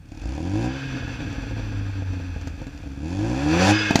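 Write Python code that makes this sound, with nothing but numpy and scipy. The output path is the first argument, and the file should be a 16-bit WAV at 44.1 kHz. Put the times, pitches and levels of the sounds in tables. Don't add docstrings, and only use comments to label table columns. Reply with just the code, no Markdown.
import sys
import numpy as np
from scipy import signal
from scipy.fft import rfft, irfft, next_fast_len
from scipy.io import wavfile
from scipy.ndimage import map_coordinates

SR = 44100
rng = np.random.default_rng(int(sys.argv[2]) if len(sys.argv) > 2 else 0)


def transcribe(u):
    v = np.clip(np.atleast_2d(u).T, -1, 1)
    q = np.round(v * 32767).astype(np.int16)
    wavfile.write(sys.argv[1], SR, q)


N = 176400


def amp(db):
    return 10 ** (np.asarray(db) / 20)


def unit(x):
    return x / np.sqrt(np.mean(x ** 2) + 1e-20)


def curve(rows):
    return np.interp(np.arange(N) / SR, *np.transpose(rows))


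def along(points, hz):
    freqs, values = np.transpose(points)
    return np.interp(np.log(hz + 1), np.log(freqs + 1), values)


def wobble(rate):
    return map_coordinates(rng.standard_normal(int(N * rate / SR) + 4), [np.arange(N) * rate / SR])


def filtered(x, response):
    size = next_fast_len(N + SR // 2)
    return irfft(rfft(x, size) * response(np.fft.rfftfreq(size, 1 / SR)), size)[:N]


def noise(colour):
    return unit(filtered(rng.standard_normal(N), lambda hz: amp(along(colour, hz))))


def ringing(colour, ratio=1, size=16384):
    cepstrum = irfft(np.log(amp(along(colour, np.fft.rfftfreq(size, 1 / SR) / ratio))))
    cepstrum[1:size // 2] *= 2
    cepstrum[size // 2 + 1:] = 0
    return irfft(np.exp(rfft(cepstrum)))[:size // 2]


def firings(rate, cycles, throttle):
    # (time [s], relative level [dB])
    effort = [(0, -39.5), (.12, -19), (.25, -9.5), (.45, -1.5), (.56, 3.5), (.67, 6), (.78, -4),
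              (1.0, -6.5), (2.3, -13.5), (2.75, -19), (2.92, -14), (3.05, -4), (3.22, 4.5), (3.4, 5.5),
              (3.5, 8), (3.71, 16.5), (3.78, 8), (3.9, 1.5)]
    # (time [s], level [dB])
    pumping = [(0, -46), (.27, -27), (.6, -72), (.8, -28.5), (1.3, -37), (1.75, -29.5), (2.3, -34),
               (2.6, -44), (3.0, -50), (3.3, -64)]
    weak_db, late_cycles, jitter_s = -8, 0.03, 0.00073
    count = np.arange(1, int(cycles[-1]))
    at = np.interp(count, cycles, np.arange(N))
    load, local_rate = throttle[at.astype(int)], rate[at.astype(int)]
    size_luck, time_luck = rng.standard_normal((len(count), 2)).T
    weak = count % 2 * load
    uneven = (1 - load) ** 2
    scatter = 0.13 + 0.79 * uneven
    size = amp(weak_db * weak) * (1 + scatter * size_luck) * SR / local_rate / 2
    at = at + SR * (late_cycles * weak / local_rate + jitter_s * uneven * time_luck)
    pulses = np.bincount(np.clip(at, 0, N - 1).astype(int), size, N) * amp(curve(effort) - 26.5)
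    throb = 1 + .28 * wobble(30.14)
    return pulses + amp(curve(pumping)) * np.cos(2 * np.pi * cycles) * throb


def exhaust_pipe(pulses, throttle):
    # (frequency [Hz], gain [dB])
    pipe = [(15, -44), (32, -9), (48, 0), (82, 1.5), (108, 3.5), (135, -5), (158, -4), (182, -2.5),
            (210, -11), (245, -3), (272, -2.5), (312, 6), (348, -5.5), (400, -26.5), (470, -16.5),
            (555, -10), (640, -32), (765, -8.5), (870, -29), (965, -15), (1150, -37.5), (5000, -72)]
    # (time [s], gain [dB])
    bark = [(.05, -14), (.3, -0.5), (.65, -2.5), (.8, -6), (2.95, -12), (3.05, -3.5), (3.71, 3),
            (3.77, -16)]
    cool_ratio = 0.909
    delay_s, full_delay_hz = 0.00348, 800
    bark_above_hz, rough_db = 390, 2.5
    hot = signal.fftconvolve(pulses * throttle, ringing(pipe))
    cool = signal.fftconvolve(pulses * (1 - throttle), ringing(pipe, cool_ratio))
    lag_cycles = lambda hz: np.cumsum(np.minimum(hz / full_delay_hz, 1) * delay_s) * hz[1]
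    note = filtered((hot + cool)[:N], lambda hz: np.exp(-2j * np.pi * lag_cycles(hz)))
    boom = filtered(note, lambda hz: 1 / (1 + (hz / bark_above_hz) ** 10))
    return boom + (note - boom) * amp(curve(bark) + rough_db * wobble(150))


def tailpipe_rasp(rate, cycles, throttle):
    # (frequency [Hz], relative level [dB])
    jet = [(250, -27), (450, -7), (800, 2.5), (1200, -26), (1600, -24), (2500, -5), (3000, -17),
           (3500, -10), (3880, -19), (4500, -11.5), (7300, -15.5), (8250, -30), (9600, -25), (15000, -51)]
    # (time [s], level [dB])
    loudness = [(0, -68), (.11, -49.5), (.28, -43), (.5, -44.5), (.66, -39), (.73, -70), (2.98, -53),
                (3.09, -43), (3.4, -40), (3.56, -38), (3.65, -26), (3.71, -21.5), (3.76, -63)]
    puff_peak_s, steady_share, weak_puff_db = 0.0019, 0.26, -5.5
    age = cycles % 1 / rate / puff_peak_s
    strength = amp(weak_puff_db * throttle * (np.floor(cycles) % 2))
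    puffs = steady_share + strength * age * np.exp(1 - age)
    return noise(jet) * puffs * amp(curve(loudness))


def turbo_rush(flutter_db=1.26):
    # (frequency [Hz], relative level [dB])
    colour = [(200, -13), (500, 6.5), (610, -3.5), (860, 1.5), (1100, -4.5), (1650, 5), (2040, -8),
              (2560, 4.5), (2950, -10), (3470, -3.5), (3880, -13.5), (4600, -5.5), (5250, -16), (6000, -7),
              (6650, -26.5), (7400, -14), (8300, -37.5), (9600, -29.5), (15000, -44)]
    # (time [s], level [dB])
    flow = [(0, -65), (.25, -49.5), (.55, -44), (.76, -40.5), (1.3, -41.5), (2.3, -46), (2.95, -52),
            (3.2, -43), (3.45, -35.5), (3.66, -20.5), (3.78, -31.5), (4, -30.5)]
    return noise(colour) * amp(curve(flow) + flutter_db * wobble(45))


def background(air_db=-43):
    # (frequency [Hz], relative level [dB])
    air = [(20, -8), (80, 11), (400, -20), (7000, -43), (9000, -44), (14500, -50)]
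    # (frequency [Hz], level [dB])
    whines = [(8780, -82), (14626, -82)]
    t = np.arange(N) / SR
    whine = sum(amp(db) * np.sqrt(2) * np.sin(2 * np.pi * hz * t) for hz, db in whines)
    return amp(air_db) * noise(air) + whine


def yard_echo(x, level_db=-12, rise_s=0.017, fade_s=0.099):
    t = np.arange(SR // 2) / SR
    tail = rng.standard_normal(len(t)) * amp(-60 * t / fade_s) * (1 - np.exp(-t / rise_s))
    return amp(level_db) * signal.fftconvolve(x, tail / np.linalg.norm(tail))[:N]


def boost_dump(top_hz=6870):
    # (frequency [Hz], width [Hz], relative level [dB])
    tones = [(1454, 26, -5.5), (1639, 128, 5.5), (2162, 34, 1), (2565, 86, 3.5), (3010, 25, -1.5),
             (3386, 29, 1.5), (4730, 120, -10), (5900, 390, -20.5)]
    # (time [s], level [dB])
    loudness = [(0, -82), (.6, -48.5), (.76, -39.5), (1.4, -49), (3.1, -74.5), (3.55, -50), (3.7, -26.5),
                (3.8, -24.5), (3.9, -27), (4, -45)]

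    def response(hz):
        peaks = sum(amp(db) * 1j * hz * width / (pitch ** 2 - hz ** 2 + 1j * hz * width)
                    for pitch, width, db in tones)
        return peaks / (1 + (hz / top_hz) ** 10)

    return unit(filtered(rng.standard_normal(N), response)) * amp(curve(loudness))


def rumble(throttle, level_db=-35):
    # (frequency [Hz], relative level [dB])
    colour = [(22, -14), (46, 26.5), (60, 19.5), (200, -44)]
    return noise(colour) * np.clip(1 - 2 * throttle, 0, 1) * amp(level_db)


def pops(rows, colour, echo_db):
    # (frequency [Hz], relative level [dB])
    crack_colour = [(200, -12), (600, -34), (1300, -2), (2500, -2), (3400, -6.5), (4300, -5), (7200, -7),
                    (8500, -23.5), (14000, -27.5)]
    push_s, crack_rise_s, crack_fall_s = 0.0023, 0.00082, 0.0032
    pitch_spread, echo_s = 0.033, 0.00762
    thump, crack = np.zeros(N + SR), np.zeros(N + SR)
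    age = np.arange(SR // 8) / SR
    push = age * np.exp(-10 * age / push_s)
    burst = (1 - np.exp(-age / crack_rise_s)) ** 2 * np.exp(-age / crack_fall_s)
    for (time, db, crack_db), luck in zip(rows, rng.standard_normal(len(rows))):
        ring = ringing(colour, np.exp(pitch_spread * luck))
        ring = ring / np.sqrt(np.mean(ring[:SR // 100] ** 2))
        ring = signal.fftconvolve(-ring, push / push.sum())
        for start, gain in [(time, amp(db)), (time + echo_s, amp(db + echo_db))]:
            thump[round(start * SR):][:len(ring)] += gain * ring
            crack[round(start * SR):][:len(age)] += gain * amp(crack_db) * burst / burst.max()
    return thump[:N] + crack[:N] * noise(crack_colour)


def burbles():
    # (time [s], level [dB], crack compared with thump [dB])
    misfires = [(.966, -40, -24), (1.025, -29, -28), (1.078, -27.5, -22), (1.205, -26.5, -32),
                (1.225, -29, -30), (1.275, -31, -24), (1.327, -29.5, -14), (1.42, -49, 2),
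                (1.435, -29.5, -22), (1.468, -29.5, -26), (1.51, -29, -22), (1.568, -30, -27),
                (1.595, -27.5, -24), (1.683, -40, -24), (1.725, -33, -24), (1.81, -33, -28),
                (2.022, -28.5, -23), (2.134, -30, -18), (2.2, -30, -26), (2.363, -28.5, -28),
                (2.412, -36, -9), (2.472, -27, -10.5), (2.617, -29, -21), (2.668, -32.5, -13),
                (2.775, -44.5, -2.5), (2.837, -34, -20), (2.868, -36, -23)]
    # (frequency [Hz], relative level [dB])
    colour = [(30, -11), (70, 14.5), (200, 0.5), (287, 10), (400, -12.5), (485, 7.5), (570, -12.5),
              (665, 2.5), (750, -8), (860, 2.5), (1100, -25), (3000, -37)]
    return pops(misfires, colour, echo_db=-10.5)


def turbo_chirp(peak_s=3.785, width_s=.032, pitch_hz=4950, width_hz=90, level_db=-32):
    whistle = filtered(rng.standard_normal(N), lambda hz: np.exp(-((hz - pitch_hz) / width_hz) ** 2))
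    swell = np.exp(-((np.arange(N) / SR - peak_s) / width_s) ** 2)
    return amp(level_db) * unit(whistle) * swell


def bangs():
    # (time [s], level [dB], crack compared with thump [dB])
    explosions = [(3.9075, -12, -14), (3.9435, -29, -14), (3.956, -8, -6), (3.9905, -19, -5)]
    # (frequency [Hz], relative level [dB])
    colour = [(30, -9), (100, 0), (260, 10), (420, -1), (570, -5.5), (680, 8.5), (740, 3), (900, 8),
              (1200, -34), (6000, -63)]
    return pops(explosions, colour, echo_db=-18)


def scene():
    # (time [s], rate [firings per second])
    speed = [(0, 26), (.13, 34.2), (.3, 63), (.52, 99), (.68, 129), (.78, 137), (.89, 133), (1.04, 122.3),
             (1.63, 105.4), (2.45, 83.6), (2.91, 68), (3.0, 70.4), (3.19, 101.5), (3.48, 152.5), (3.7, 205),
             (3.76, 214), (4, 197)]
    # (time [s], opening [0-1])
    opening = [(0, 0.5), (.5, 0.8), (.72, 1), (.92, 0.1), (2.9, 0.14), (3.08, 0.66), (3.25, 0.99),
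               (3.72, 0.95), (4, 0.86)]
    rate, throttle = curve(speed), curve(opening)
    cycles = np.cumsum(rate) / SR + .5
    car = exhaust_pipe(firings(rate, cycles, throttle), throttle)
    car += tailpipe_rasp(rate, cycles, throttle) + turbo_rush() + boost_dump()
    car += turbo_chirp() + rumble(throttle) + burbles() + bangs()
    return (car + yard_echo(car) + background())[None]


def record(dry, top_hz=15140):
    return filtered(np.clip(dry[0], -1, 1), lambda hz: hz < top_hz)[None]


dry = scene()
out = record(dry)
transcribe(out)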